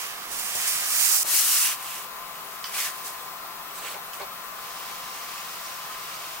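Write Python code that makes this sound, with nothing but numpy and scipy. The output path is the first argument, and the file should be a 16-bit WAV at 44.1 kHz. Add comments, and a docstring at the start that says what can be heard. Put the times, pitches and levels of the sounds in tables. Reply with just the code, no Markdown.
"""Satin and a dry iron.

Satin is dragged off a heap of clothes, weave hissing, folds swishing and flopping.
An abrupt cut to a small workroom: satin is swept over an ironing board and smoothed by hand.
An iron is lifted from its rest, set down with clicks and bumps, and pushed along with a soft hiss.
A fan whines behind it all, its tones faint at the heap and steady at the board."""
import sys
import numpy as np
from scipy import signal
from scipy.fft import rfft, irfft
from scipy.io import wavfile
from scipy.ndimage import uniform_filter1d

SR = 44100
rng = np.random.default_rng(int(sys.argv[2]) if len(sys.argv) > 2 else 0)


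def bounce(signal):
    """Save signal as a 16-bit WAV file at the path given by the first command-line argument."""
    frames = np.transpose(np.atleast_2d(signal))
    limited = np.clip(frames, -1, 1)
    pcm = np.round(limited * 32767).astype(np.int16)
    wavfile.write(sys.argv[1], SR, pcm)


N = 282240
TIME = np.arange(N) / SR
CUT_S = 1.233
SATIN_PATCHY_DB = 0.7

# Background spectra: freq_hz, density_db
FAN_AIR_SPECTRUM = [(15, -33), (28, -13), (42, -22.5), (65, -16.5), (95, -30.5), (150, -14.5), (270, -15),
                    (450, -12), (640, -7), (800, -5), (930, -6.5), (1080, -3), (1280, -3.5), (1450, -8),
                    (1750, -6), (2500, -9.5), (4000, -14), (9000, -23)]
TREBLE_SPECTRUM = [(2000, -14), (4000, -2), (6000, -5.5), (9700, -5), (12500, -2.5), (13600, 0.5),
                   (14300, 4.5), (15000, 0.5), (16000, 1)]
# Rubbing spectra: freq_hz, density_db
HEAP_WEAVE_SPECTRUM = [(2000, -50), (3800, -12), (5000, 0), (6500, 1), (8300, 2), (10000, 2), (12000, 0),
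                       (16000, -0.5)]
HEAP_FOLD_SPECTRUM = [(100, -20), (350, -47), (700, -10), (1100, -3), (1800, 3), (2800, 3.5), (4000, -0.5),
                      (6000, -3), (10000, -25)]
BOARD_WEAVE_SPECTRUM = [(2000, -64), (3800, -6), (5000, -2), (6300, -0.5), (8000, 1.5), (10500, 0.5),
                        (12500, -2.5), (16000, -1.5)]
BOARD_FOLD_SPECTRUM = [(150, -48), (450, -27), (800, -11), (1300, -0.5), (2100, 1), (2900, 5), (3800, -2.5),
                       (6000, -8), (10000, -37)]
PALM_FOLD_SPECTRUM = [(200, -37), (500, -9.5), (900, -9), (1300, -1.5), (2050, -1), (3000, -1),
                      (4200, -3.5), (6000, -3.5), (10000, -27)]
HEEL_SPECTRUM = [(200, -34), (380, -9), (560, 0.5), (900, -8), (1800, -1), (2900, -2), (4000, -3),
                 (7000, -12.5)]
SOLE_HISS_SPECTRUM = [(2000, -33), (3800, -3.5), (5300, 1.5), (7000, -2), (10000, -5), (13000, -9),
                      (16000, -21)]
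SOLE_RUB_SPECTRUM = [(300, -44), (700, -21), (1150, -0.5), (1900, -2), (2900, 2.5), (4200, -3), (7000, -20)]
# Left-right likeness, near and diffuse sound: freq_hz, coherence
NEAR_FIELD = [(100, 0.64), (600, 1), (1400, 0.94), (3300, 0.53), (5500, 0.19), (16000, 0.28)]
DIFFUSE_FIELD = [(100, 1), (300, 0.96), (700, 0.82), (1300, 0.34), (2500, 0.42), (4000, 0.6), (6000, 0.12),
                 (16000, 0.1)]
# Resonances of fan housing and iron heel: centre_hz, width_hz, boost_db
HOUSING_PEAKS = [(407, 40, 2.5), (484, 14, 0.5), (693, 25, 3), (976, 70, 3.5), (1060, 75, 2), (1180, 82, 2),
                 (1233, 31, -4), (1259, 59, 4), (1397, 34, 1.5), (1526, 57, 2)]
HEEL_PEAKS = [(4330, 110, 8), (6560, 300, 8), (7950, 350, 11)]
# Motor and blade tones: pitch_hz, level_db, stereo_phase_rad
FAN_TONES = [(28.1, -74, 0), (120, -76, 0), (170.8, -67, 0), (703.2, -63, 0.14), (761.7, -63, 0.3),
             (820.3, -61.5, 0.47), (878.8, -64, 0.73), (1035.6, -49.2, 0.89), (1054.5, -62, 0.9),
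             (1155.4, -52.5, 1), (1171.5, -60, 1), (1353.2, -56.5, 0.91), (1464.9, -63.5, 1),
             (2573, -65, 0.15)]
# Modes of wire rest, plastic iron shell, padded board: freq_hz, level_db, t60_s
REST_MODES = [(1644, -3, 0.004), (2350, -6, 0.0034), (3000, 2, 0.003), (4800, 0, 0.0035), (5200, 2, 0.003),
              (5600, -4, 0.0046)]
SHELL_MODES = [(1900, -4, 0.0012), (2870, 3.5, 0.003), (4800, -0.5, 0.00085), (7500, -5, 0.0013),
               (9900, -14, 0.001), (12600, 0, 0.0018), (13500, -2, 0.0027)]
BOARD_MODES = [(72, -19, 0.15), (164, -11, 0.097), (388, -7, 0.07), (587, -1.5, 0.026), (690, -17, .05),
               (809, 2, 0.07), (890, -2, 0.058), (1084, -3, 0.025), (1490, -4, 0.02), (2220, -3.5, 0.0067)]
# Blows on each (pan is left minus right): start_s, peak_db, contact_s, pan_db
REST_BLOWS = [(2.6412, -18.5, 0.0018, -2), (2.6452, -26.5, 0.0025, 0), (2.653, -28, 0.0079, 6),
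              (2.675, -35, .005, 3)]
SHELL_BLOWS = [(2.355, -36, .002, -11), (3.71, -33, 0.0011, -10), (3.943, -34, .002, 0),
               (4.133, -25.5, 0.0054, -6)]
BOARD_BLOWS = [(3.85, -40, 0.013, 0), (3.943, -30.5, 0.012, 0), (4.196, -28, 0.009, -2),
               (4.209, -28.5, 0.009, 1)]
# Falling folds: start_s, puff_db, flick_db, decay_s
FOLD_FLOPS = [(0.311, -45.5, -37, 0.064), (0.549, -39.5, -30, 0.049), (.67, -63, -26, 0.091),
              (0.819, -44.5, -42.5, 0.024), (1.24, -42.5, -55, 0.073)]
# Strokes of cloth, hand and iron: start_s, rise_s, hold_s, fall_s, hiss_db, swish_db, pan_db
HEAP_PULLS = [(-.05, 0.016, 0.038, 0.17, -36, -40, -1), (0.05, 0.1, 0.079, 0.083, -46.5, -45.5, 2),
              (.255, 0.13, 0.33, 0.19, -34, -42, -3.5), (.44, 0.22, .005, 0.35, -33, -38, -1),
              (.74, 0.24, 0.079, .16, -26, -36, -1.5), (.935, 0.12, 0.065, 0.21, -26, -38.5, -8),
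              (1.04, 0.11, 0.09, 0.098, -27, -53, 4)]
BOARD_SWEEPS = [(1.222, 0.14, 0.018, 0.19, -22, -34, 4), (1.38, 0.18, 0.024, 0.2, -22.3, -33.5, 2),
                (1.56, 0.1, 0.045, 0.065, -39, -35.5, -1), (1.7, .2, 0.053, 0.14, -39, -42.5, 1),
                (2.08, 0.47, .02, .2, -51, -62, 2)]
HAND_STROKES = [(2.62, 0.035, 0.35, 0.39, -46, -49, 2), (2.7, 0.12, 0.024, 0.09, -31, -33.5, 2.5),
                (3.04, 0.014, .008, 0.071, -37, -47, 1)]
HEEL_SCUFFS = [(3.735, 0.041, 0.018, 0.052, -43, -43.5, -.5), (3.812, 0.037, 0.016, 0.05, -50, -36.5, -1),
               (3.85, 0.04, 0.03, 0.075, -44, -41, -1), (4.131, 0.006, 0.026, 0.025, -44.5, -50, -4),
               (4.175, 0.04, 0.008, 0.032, -58, -43, -1)]
SOLE_PUSHES = [(4.45, 0.35, 0.11, 0.34, -46, -46, 0), (4.95, 0.29, 0.39, 0.46, -44.5, -45.5, 1.5),
               (5.72, 0.35, 0.13, .45, -45, -45.5, 1.5)]
# Passing rate of the satin's ribs: time_s, rate_hz
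SWEEP_RIB_RATE = [(1.3, 2000), (1.35, 2200), (1.39, 2720), (1.42, 3000), (1.49, 2950), (1.55, 2650),
                  (1.61, 2570), (1.68, 2950)]
PALM_RIB_RATE = [(2.73, 2400), (2.775, 2500), (2.8, 2220), (2.84, 1980), (2.89, 1700)]
SOLE_RIB_RATE = [(4.6, 1600), (5.0, 1750), (5.4, 2620), (5.75, 1500), (5.98, 1750), (6.12, 2300),
                 (6.35, 2530)]
# Reflections off shelves and walls: left_ms, right_ms, gain
REFLECTIONS = [(3.9, 3.3, -0.045), (6.1, 7.9, 0.12), (9.4, 8.8, 0.15), (13.3, 19, -0.1)]
# Room decay: freq_hz, t60_s
ROOM_DECAY = [(100, 0.27), (1000, 0.3), (5000, 0.3), (16000, 0.15)]
# Microphone mismatch: freq_hz, pan_db
MIC_BALANCE = [(200, -1.5), (1200, 0.2), (4000, -1), (6000, -2.5), (8500, -4), (11000, -2.5), (14000, 1.5)]


def amp(db):
    """Decibels to gain."""
    return 10 ** (np.asarray(db) / 20)


def unit_rms(x):
    """Scale to rms 1."""
    return x / np.sqrt(np.mean(x ** 2) + 1e-20)


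def curve(points, hz):
    """Interpolate a table over log frequency."""
    freq_hz, value = np.transpose(points)
    return np.interp(np.log(hz + 1), np.log(freq_hz + 1), value)


def pan(db):
    """Stereo gains for a left-minus-right level."""
    half_db = np.atleast_1d(db) / 2
    return amp([half_db, -half_db])


def drift(rate_hz):
    """Slow random wander, rms 1."""
    return unit_rms(np.interp(TIME * rate_hz, np.arange(400), rng.standard_normal(400)))


def resonances(hz, peaks):
    """Flat gain plus resonant peaks."""
    return np.sqrt(1 + sum(amp(db) ** 2 / (1 + (2 * (hz - centre_hz) / width_hz) ** 2) ** 2
                           for centre_hz, width_hz, db in peaks))


def noise(spectrum, field, lag_ms=0, patchy_db=0, flicker_db=0, peaks=None, size=512):
    """Stereo noise with drifting patches, wide-band flicker and optional resonances peaks(t)."""
    hop = size // 4
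    t, hz = np.arange(N // hop + 2) * hop / SR, np.fft.rfftfreq(size, 1 / SR)
    a, b, c, d, patches = rng.standard_normal((5, len(t), len(hz)))
    patches = unit_rms(uniform_filter1d(uniform_filter1d(patches, size=12, axis=0), size=9, axis=1))
    flicker = unit_rms(uniform_filter1d(rng.standard_normal((len(t), 1)), size=2, axis=0))
    coherence = np.clip(curve(field, hz), 0, 1)
    left = a + 1j * b
    right = coherence * left + np.sqrt(1 - coherence ** 2) * (c + 1j * d)
    right *= np.exp(-2j * np.pi * hz * lag_ms / 1000)
    gain = amp(curve(spectrum, hz) + patchy_db * patches + flicker_db * flicker)
    if peaks is not None:
        gain *= resonances(hz, peaks(t[:, None]))
    frames = np.array([left, right]) * gain
    x = signal.istft(frames, nperseg=size, noverlap=size - hop, time_axis=1, freq_axis=2)[1][:, :N]
    return x / np.std(x.mean(0))


def reflected(x):
    """Direct sound plus early reflections: fine spectral ripple."""
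    out = x.copy()
    for *delays_ms, gain in REFLECTIONS:
        for side, ms in enumerate(delays_ms):
            out[side] += gain * np.interp(TIME - ms / 1000, TIME, x[side], left=0)
    return out / np.sqrt(1 + sum(gain ** 2 for *_, gain in REFLECTIONS))


def room_tail(x):
    """Diffuse tail of a small, cluttered room; treble dies first."""
    hz, t, frames = signal.stft(rng.standard_normal((2, SR // 2)), SR, nperseg=256)
    decay = amp(-60 * t / curve(ROOM_DECAY, hz)[:, None])
    tail = signal.istft(frames * decay * np.minimum(t / 0.0039, 1), SR, nperseg=256)[1]
    return signal.fftconvolve(x, tail / np.linalg.norm(tail[0]), axes=1)[:, :N]


def fan_air():
    """Air through the fan's ringing housing, plus fine treble hiss; both to the left."""
    air = noise(FAN_AIR_SPECTRUM, DIFFUSE_FIELD, lag_ms=0.11, patchy_db=1,
                peaks=lambda t: HOUSING_PEAKS, size=4096)
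    hiss = noise(TREBLE_SPECTRUM, DIFFUSE_FIELD, lag_ms=0.12, patchy_db=1.5, size=1024)
    return amp(-42.5) * air * pan(2.8) + amp(-43) * hiss * pan(4.5)


def fan_whine(waver_rad=0.4, flutter_db=1.1):
    """Motor hum and blade tones, wavering in pitch and level."""
    out = np.zeros((2, N))
    for hz, db, stereo_rad in FAN_TONES:
        phase = 2 * np.pi * hz * TIME + waver_rad * drift(5)
        out += np.sqrt(2) * amp(db + flutter_db * drift(9)) * np.sin([phase, phase + stereo_rad])
    return out * pan(7.2)


def knocks(blows, modes):
    """Short, rough contacts ring an object's modes."""
    t, out = np.arange(SR // 4) / SR, np.zeros((2, N))
    for start_s, peak_db, contact_s, pan_db in blows:
        roughness = rng.standard_normal(len(t)) + 0.45 * rng.standard_normal((2, len(t)))
        force = roughness * np.exp(-t / contact_s)
        knock = 0
        for hz, mode_db, t60_s in modes:
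            ring = t * np.sin(2 * np.pi * hz * t) * amp(-60 * t / t60_s)  # builds, then dies
            knock += amp(mode_db) * unit_rms(signal.fftconvolve(force, ring[None], axes=1)[:, :len(t)])
        start = round(start_s * SR)
        out[:, start:start + len(t)] += amp(peak_db) * pan(pan_db) * knock / abs(knock).max()
    return out


def flops(attack_s=0.0038):
    """Each falling fold puffs air and flicks the cloth below."""
    puff = noise([(30, -12), (170, -4), (350, -4), (700, 6), (2000, -12.5)], DIFFUSE_FIELD)
    flick = noise(HEAP_WEAVE_SPECTRUM, NEAR_FIELD, lag_ms=-0.12)
    out = np.zeros((2, N))
    for start_s, puff_db, flick_db, decay_s in FOLD_FLOPS:
        age_s = np.maximum(TIME - start_s, 0)
        envelope = np.minimum(age_s / attack_s, 1) * np.exp(-age_s / decay_s)
        out += (amp(puff_db) * puff + amp(flick_db) * flick) * envelope
    return out


def snags(per_s, spread_db, decay_s=0.00033, shapes=6):
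    """Threads catch and release: dense bright ticks, rms 1."""
    ticks = (rng.random(N) < per_s / SR) * amp(spread_db * np.minimum(rng.exponential(1, N), 2))
    t, out = np.arange(200) / SR, 0
    high_pass = signal.butter(2, 4500, "high", fs=SR, output="sos")
    shape_index = rng.integers(0, shapes, N)
    for k in range(shapes):
        shape = signal.sosfilt(high_pass, rng.standard_normal((2, 200)) * np.exp(-t / decay_s))
        out += signal.oaconvolve((ticks * (shape_index == k))[None], shape, axes=1)[:, :N]
    return unit_rms(out)


def zing(ribs, harmonics_db, width_hz=360, fade_db_per_s=90):
    """Passing ribs give gliding peaks at multiples of their rate, fading after the stroke."""
    time_s, rate_hz = np.transpose(ribs)

    def peaks(t):
        pitch_hz = np.interp(t, time_s, rate_hz)
        fade_db = fade_db_per_s * np.maximum(t - time_s[-1], 0)
        return [(k * pitch_hz, width_hz * np.sqrt(k), db - fade_db)
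                for k, db in enumerate(harmonics_db, 1)]
    return peaks


def rub(strokes, hiss, swish, surge_db=0.55):
    """Strokes ease in, hold, ease out and add in power; hiss grows faster with speed than swish."""
    hiss_power = swish_power = 0
    for start_s, rise_s, hold_s, fall_s, hiss_db, swish_db, pan_db in strokes:
        age_s = TIME - start_s
        ramp = np.minimum(age_s / rise_s, 1 - (age_s - rise_s - hold_s) / fall_s)
        speed = np.sin(np.pi / 2 * np.clip(ramp, 0, 1)) ** 2
        hiss_power += (amp(hiss_db) * speed ** 0.7 * pan(pan_db)) ** 2
        swish_power += (amp(swish_db) * speed ** 0.58 * pan(pan_db / 2)) ** 2
    stick_slip = amp(surge_db * drift(30))
    return (np.sqrt(hiss_power) * hiss + np.sqrt(swish_power) * swish) * stick_slip


def iron():
    """The heel scuffs off its rest and onto the cloth; the soleplate hisses over the ribs."""
    scuff = noise(BOARD_WEAVE_SPECTRUM, DIFFUSE_FIELD, patchy_db=SATIN_PATCHY_DB, flicker_db=1.3)
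    scrape = noise(HEEL_SPECTRUM, NEAR_FIELD, patchy_db=2.5, flicker_db=1.5, peaks=lambda t: HEEL_PEAKS)
    hiss = noise(SOLE_HISS_SPECTRUM, DIFFUSE_FIELD, patchy_db=1, flicker_db=0.4)
    swish = noise(SOLE_RUB_SPECTRUM, NEAR_FIELD, lag_ms=0.069, patchy_db=0.7, flicker_db=0.9,
                  peaks=zing(SOLE_RIB_RATE, harmonics_db=[1], width_hz=710))
    return rub(HEEL_SCUFFS, scuff, scrape) + rub(SOLE_PUSHES, hiss, swish)


def satin_off_heap():
    """Satin slides on satin, close and to the right, pushing a draught at the microphones."""
    weave = noise(HEAP_WEAVE_SPECTRUM, NEAR_FIELD, lag_ms=-0.138, patchy_db=SATIN_PATCHY_DB,
                  flicker_db=0.6)
    weave += amp(-7) * snags(per_s=2200, spread_db=4)
    folds = noise(HEAP_FOLD_SPECTRUM, NEAR_FIELD, lag_ms=-0.14, patchy_db=SATIN_PATCHY_DB)
    draught = noise([(15, -6), (28, 0), (60, -5), (110, -28), (210, 2), (400, -10), (900, -23)],
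                    DIFFUSE_FIELD, patchy_db=4, size=2048)
    swell = np.exp(-((TIME - 0.6) / 0.47) ** 2)
    return rub(HEAP_PULLS, weave, folds) + amp(-57.5) * draught * swell


def satin_on_board():
    """Satin swept over the board, then smoothed by hand; its ribs zing."""
    sweep_zing = zing(SWEEP_RIB_RATE, harmonics_db=[-0.5, 1, -5, -2])
    threads = amp(-2) * snags(per_s=1800, spread_db=3.8)
    weave = noise(BOARD_WEAVE_SPECTRUM, NEAR_FIELD, lag_ms=0.0027, patchy_db=-0.1, flicker_db=0.5,
                  peaks=sweep_zing)
    folds = noise(BOARD_FOLD_SPECTRUM, NEAR_FIELD, lag_ms=0.044, patchy_db=SATIN_PATCHY_DB,
                  peaks=sweep_zing)
    pressed = noise(BOARD_WEAVE_SPECTRUM, NEAR_FIELD, patchy_db=0.5, flicker_db=1.7)
    palm = noise(PALM_FOLD_SPECTRUM, NEAR_FIELD, lag_ms=0.054, patchy_db=SATIN_PATCHY_DB,
                 flicker_db=1.5, peaks=zing(PALM_RIB_RATE, harmonics_db=[5]))
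    return rub(BOARD_SWEEPS, weave + threads, folds) + rub(HAND_STROKES, pressed + threads, palm)


def scene(far_whine_db=-12, whine_rise_s=0.45):
    """Heap, then a hard cut to the board, where the whine swells in."""
    air = fan_air()
    whine = fan_whine() * amp(far_whine_db * np.clip(1 - (TIME - CUT_S) / whine_rise_s, 0, 1))
    at_heap = reflected(satin_off_heap() + air[::-1])  # air mirrored to the right
    hits = knocks(REST_BLOWS, REST_MODES) + knocks(SHELL_BLOWS, SHELL_MODES)
    hits += knocks(BOARD_BLOWS, BOARD_MODES)
    at_board = reflected(satin_on_board() + iron() + hits + air) + amp(-4) * room_tail(hits)
    return np.where(TIME < CUT_S, at_heap, at_board) + flops() + whine


def record(dry):
    """Close microphone pair: shared bass, slightly unlike treble, steep band limit."""
    mono_below_hz, cutoff_hz = 300, 15850
    hz = np.fft.rfftfreq(N, 1 / SR)
    left, right = rfft(dry) * pan(curve(MIC_BALANCE, hz))
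    mid = (left + right) / 2
    side = (left - right) / 2 * hz / np.hypot(hz, mono_below_hz)
    pair = irfft(np.array([mid + side, mid - side]), N)
    low_pass = signal.firwin(1023, cutoff_hz, window=("kaiser", 9), fs=SR)
    return signal.oaconvolve(pair, low_pass[None], "same")


dry = scene()
out = record(dry)
bounce(out)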